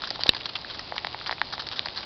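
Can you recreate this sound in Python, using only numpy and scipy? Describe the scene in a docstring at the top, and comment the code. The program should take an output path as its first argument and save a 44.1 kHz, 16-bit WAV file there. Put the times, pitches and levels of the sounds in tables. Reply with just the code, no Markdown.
"""Freezing rain at night, heard from beside a house. Countless small pellets sizzle on the iced ground
across the yard, over a wash of far rain and a faint low hum. Nearer ones tick, shatter into short
crackles, or land as fat drops with a hollow tap. One strikes a casing right by the microphone with
a sharp knock that just clips. The top of the treble is rolled off."""
import sys
import numpy as np
from scipy import signal
from scipy.fft import rfft, irfft
from scipy.io import wavfile

SR = 44100
rng = np.random.default_rng(int(sys.argv[2]) if len(sys.argv) > 2 else 0)


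def transcribe(u):
    """Save the signal u as a 16-bit wav file named by the first command-line argument.

    u: samples, shape (n,) or (channels, n), limited to [-1, 1]; the rate is SR.
    q: integer samples, one column per channel.
    """
    v = np.clip(np.atleast_2d(u).T, -1, 1)
    q = np.round(v * 32767).astype(np.int16)
    wavfile.write(sys.argv[1], SR, q)


N = 90404

# The wash of rain far off. Each row: frequency in Hz, relative level in dB.
WASH_SPECTRUM = [(20, -14.5), (35, -2), (70, 0.5), (120, -0.5), (200, -3), (300, -0.5), (450, -4),
                 (850, -1), (1600, -9.5), (2400, -12), (4000, -4), (5500, -12)]
# Pellets pattering across the yard. Each row: frequency in Hz, relative level in dB.
PATTER_SPECTRUM = [(200, -23), (500, -5.5), (850, -9), (1200, -12.5), (1650, -7), (2400, -3.5),
                   (3200, -1.5), (3950, 3), (4700, 3.5), (5700, -8)]
# Pellets shattering nearby. 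Each row: start in seconds, level in dB, fade time in seconds, centre in Hz.
SHATTERS = [(0.019, -31.5, 0.0084, 3850), (0.032, -37, 0.036, 3450), (0.072, -31, 0.0092, 4500),
            (0.104, -29.5, 0.0073, 4240), (0.1558, -31.5, 0.0056, 4130), (0.203, -32, 0.019, 3600),
            (.263, -29, 0.0076, 3650), (0.279, -30, 0.011, 3960), (0.348, -27, 0.006, 4200),
            (0.364, -30.5, 0.0079, 3430), (0.456, -29, 0.0098, 3800), (0.489, -35, 0.012, 3240),
            (0.554, -29, 0.012, 2900), (0.698, -35.5, 0.021, 3400), (0.744, -36.5, 0.016, 3900),
            (0.793, -26.5, 0.0052, 4900), (0.959, -34.5, 0.013, 4300), (0.98, -38.5, 0.012, 2480),
            (1.261, -30, 0.0072, 2930), (1.27, -30, 0.014, 4150), (1.314, -33.5, 0.019, 4100),
            (1.525, -30.5, 0.02, 3900), (1.595, -29, 0.014, 3640), (1.620, -31.5, 0.0038, 4530),
            (1.667, -31, 0.0085, 3660), (1.714, -33.5, 0.029, 3300), (1.759, -36, 0.049, 3760),
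            (1.856, -31, 0.0084, 4200), (1.961, -34.5, 0.047, 3880), (2.029, -37, 0.01, 2670)]
# Fat drops landing close by. Each row: start in seconds, level in dB, pitch in Hz, ring t60 in seconds,
# overtone in Hz, then overtone level and contact click level, both in dB against the main tone.
FAT_DROPS = [(0.0376, -10, 1370, 0.0049, 2600, -16, 1), (0.1103, -15.5, 693, 0.0067, 1870, -20, 1),
             (0.1928, -15.5, 790, 0.0076, 1110, -17, 2), (0.2602, -6, 570, 0.0044, 1110, -20, -18),
             (0.3354, -19, 936, 0.0082, 2276, 1.5, 9.5), (.647, -16, 1700, 0.006, 1880, -9, 2),
             (0.9224, -11.5, 737, 0.0074, 1900, -5.5, -19), (0.9433, -21, 555, 0.0066, 1130, -5.5, -17.5),
             (.9639, -21, 864, 0.011, 1110, -12.5, 4), (1.0473, -13, 841, .0077, 1880, 3, 9),
             (1.070, -14.5, 838, 0.0064, 1980, -3.5, 12.5), (1.1454, -17, 870, 0.011, 2000, 0.5, -13.5),
             (1.2127, -23.5, 1330, 0.0089, 1980, -2.5, 4), (1.2942, -13, 920, 0.0088, 1770, 3.3, 1),
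             (1.3113, -10.5, 820, 0.0068, 1940, -5.5, 8.5), (1.3266, -14.5, 735, 0.0059, 1887, 4, 2.5),
             (1.382, -25.5, 1020, 0.0079, 2390, 4, -3), (1.4158, -11, 877, 0.011, 1750, 10, 12.5),
             (1.5372, -27, 755, .02, 1480, 11.5, 8), (1.5799, -19, 860, .0075, 2000, -2.5, 9),
             (1.86, -21, 830, 0.0097, 1670, 7, 3), (1.871, -20.5, 670, 0.0075, 1980, 0.5, 7)]
# Hard pellets on the ice nearby. Each row: start in seconds, level in dB, pitch in Hz, t60 in seconds.
NEAR_TICKS = [(.0434, -20.5, 3660, 0.0083), (0.105, -12, 4820, 0.0048), (0.2357, -5, 4604, 0.0043),
              (0.2678, -7.5, 4170, 0.0015), (0.1573, -23, 4130, 0.0033), (0.4098, -20.5, 2780, 0.0043),
              (0.4578, -12, 3930, 0.0034), (0.554, -16.5, 3610, 0.0033), (0.5593, -23, 2710, 0.018),
              (0.9808, -11, 3800, 0.0033), (0.9817, -12.5, 2250, 0.0026), (1.5974, -19, 4180, 0.0046),
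              (1.603, -20.5, 4190, 0.0059), (1.6884, -13.5, 4600, 0.0028), (1.7935, -4.5, 3810, 0.003),
              (1.8582, -20.5, 4290, 0.0085), (1.886, -12, 3500, 0.0015), (1.9749, -17.5, 4280, 0.0099)]
# Modes of the casing by the microphone. Each row: frequency in Hz, relative level in dB, t60 in seconds.
CASING_MODES = [(310, -27.5, 0.0066), (515, -16.5, 0.0064), (1130, -23, 0.01), (1817, -20, 0.0124),
                (2710, -22, 0.027), (2990, -16.5, 0.019), (3814, -5, 0.0091), (4006, -18.5, 0.019),
                (4534, -22.5, 0.018), (5410, -17, 0.0103)]
# The treble roll-off. Each row: frequency in Hz, gain in dB.
TREBLE_ROLL_OFF = [(5000, 0.5), (5500, -7), (6000, -17.5), (6400, -42), (7000, -84.5)]


def undb(db):
    return 10 ** (np.asarray(db) / 20)


def level(x, db):
    """Scale to an rms level."""
    return x * undb(db) / np.sqrt(np.mean(x ** 2) + 1e-18)


def add(out, start, x):
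    """Mix a sound in at its start in seconds."""
    i = int(start * SR)
    out[i:i + len(x)] += x[:max(N - i, 0)]


def ring(hz, t60):
    """One struck mode, falling 60 dB in t60 seconds."""
    t = np.arange(SR // 10) / SR
    return np.sin(2 * np.pi * hz * t) * np.exp(-np.log(1000) * t / t60)


def band(x, hz, width_hz, passes=1):
    """A single resonance; each further pass steepens its sides."""
    for _ in range(passes):
        x = signal.lfilter(*signal.iirpeak(hz, hz / width_hz, fs=SR), x)
    return x


def low_cut(x, hz, order):
    return signal.sosfilt(signal.butter(order, hz, "high", fs=SR, output="sos"), x)


def colour(x, points):
    """Minimum-phase filter through (Hz, dB) points, so each hit rings after it lands."""
    hz, db = np.array(points).T
    bin_hz = np.maximum(np.arange(N // 2 + 1) * SR / N, 1)
    gain = undb(np.interp(np.log(bin_hz), np.log(hz), db))
    cepstrum = irfft(np.log(gain), N)
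    cepstrum[1:N // 2] *= 2
    cepstrum[N // 2 + 1:] = 0
    return irfft(rfft(x) * np.exp(rfft(cepstrum)), N)


def impacts(per_s, spread_db, size):
    """Random impacts: many weak, a few strong."""
    hit, sign, chance = rng.random((3, size))
    strength = -np.log(np.maximum(chance, 0.004))
    return (hit < per_s / SR) * np.sign(sign - 0.5) * undb(spread_db * strength)


def wander(per_s):
    """A random curve with a spread near 1."""
    steps = rng.standard_normal(1024)
    return np.interp(np.arange(N) / SR * per_s, np.arange(len(steps)), steps)


def night_air():
    """Far rain blurs into a smooth wash, with a faint, unsteady low hum under it."""
    wash = colour(rng.standard_normal(N), WASH_SPECTRUM)
    hum = band(rng.standard_normal(N), hz=119, width_hz=16)
    return level(wash, db=-42) + level(hum, db=-61)


def patter(flurry_db=3.5):
    """Pellets land all over the yard, arriving in small flurries."""
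    hits = impacts(per_s=1200, spread_db=3, size=N)
    flurries = undb(flurry_db * np.tanh(wander(per_s=28)))
    return level(colour(hits * flurries, PATTER_SPECTRUM), db=-44)


def far_ticks(per_s=55, db=-28.5, spread_db=2.5, hz=4150, spread_octaves=0.16):
    """Single pellets land a little way from the microphone, each with its own faint pitch."""
    out = np.zeros(N)
    chance = rng.random((400, 3))
    starts = np.cumsum(-np.log(1 - chance[:, 0])) / per_s
    scatter = np.sqrt(3) * (2 * chance[:, 1:] - 1)  # uniform, with a spread of 1
    for start, (strength, pitch) in zip(starts, scatter):
        tick = ring(hz * 2 ** (spread_octaves * pitch), t60=0.0035)
        add(out, start, undb(db + spread_db * strength) * tick)
    return out


def shatters():
    """Nearby pellets burst into fragments that land in dense, quickly fading showers."""
    out, t = np.zeros(N), np.arange(SR // 10) / SR
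    for start, db, fade_s, hz in SHATTERS:
        fade = np.exp(-(t / fade_s) ** 2)
        fragments = impacts(per_s=5000, spread_db=3.5, size=len(t)) * fade
        bright = band(fragments, hz, width_hz=2830, passes=2)
        body = band(fragments, hz=1410, width_hz=2360, passes=2)
        crackle = level(bright, db=0) + level(body, db=-3)
        fade_rms = np.sqrt(np.mean(fade ** 2))  # short and long showers start equally strong
        add(out, start, undb(db) * crackle * fade_rms)
    return out


def fat_drops(attack_s=0.00037):
    """Close drops give a click, a brief hollow tone and its overtone; soft contact rounds the attack."""
    out, t = np.zeros(N), np.arange(SR // 10) / SR
    attack = 1 - np.exp(-t / attack_s)
    for start, db, hz, t60, overtone_hz, overtone_db, click_db in FAT_DROPS:
        overtone = undb(overtone_db) * ring(overtone_hz, t60=0.0047)
        click = undb(click_db) * ring(hz=3860, t60=0.0017)
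        tap = ring(hz, t60) - overtone + click
        add(out, start, undb(db) * tap * attack)
    return low_cut(out, hz=500, order=3)


def near_ticks():
    """Hard pellets ring the ice near the microphone, briefly and brightly, over a weak, duller body."""
    out = np.zeros(N)
    body = undb(-20.5) * ring(hz=1600, t60=0.004)
    for start, db, hz, t60 in NEAR_TICKS:
        add(out, start, undb(db) * (ring(hz, t60) - body))
    return low_cut(out, hz=500, order=2)


def knock(start_s=0.2921, gain_db=8, attack_s=0.00016):
    """A pellet strikes a casing right by the microphone: one dry snap over a short thump."""
    out, t = np.zeros(N), np.arange(SR // 10) / SR
    casing = sum(undb(db) * ring(hz, t60) for hz, db, t60 in CASING_MODES)
    attack = 1 - np.exp(-t / attack_s)
    add(out, start_s, undb(gain_db) * casing * attack)
    return low_cut(out, hz=29.5, order=2)


def yard(x, t60=0.091, reflections_db=-17):
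    """Wall and ground send weak, short reflections back to the microphone."""
    t = np.arange(SR // 4) / SR
    tail = rng.standard_normal(len(t)) * np.exp(-np.log(1000) * t / t60)
    tail /= np.sqrt(np.sum(tail ** 2))
    return x + undb(reflections_db) * signal.fftconvolve(x, tail)[:N]


def scene():
    """One microphone beside the house: distant rain, nearer hits in the yard, and the knock up close."""
    distant = night_air() + patter()
    nearer = yard(far_ticks() + shatters() + fat_drops() + near_ticks())
    return (distant + nearer + knock())[None]


def record(dry, top_hz=16000):
    """Roll off the treble, clip the loudest peak at full scale, then low-pass."""
    hz, db = np.array(TREBLE_ROLL_OFF).T
    bin_hz = np.arange(N + 1) * SR / (2 * N)
    response = undb(np.interp(bin_hz, hz, db))
    narrow = irfft(rfft(dry, 2 * N) * response, 2 * N)[:, :N]
    clipped = np.clip(narrow, -1, 1)
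    return signal.sosfilt(signal.butter(10, top_hz, fs=SR, output="sos"), clipped)


dry = scene()
out = record(dry)
transcribe(out)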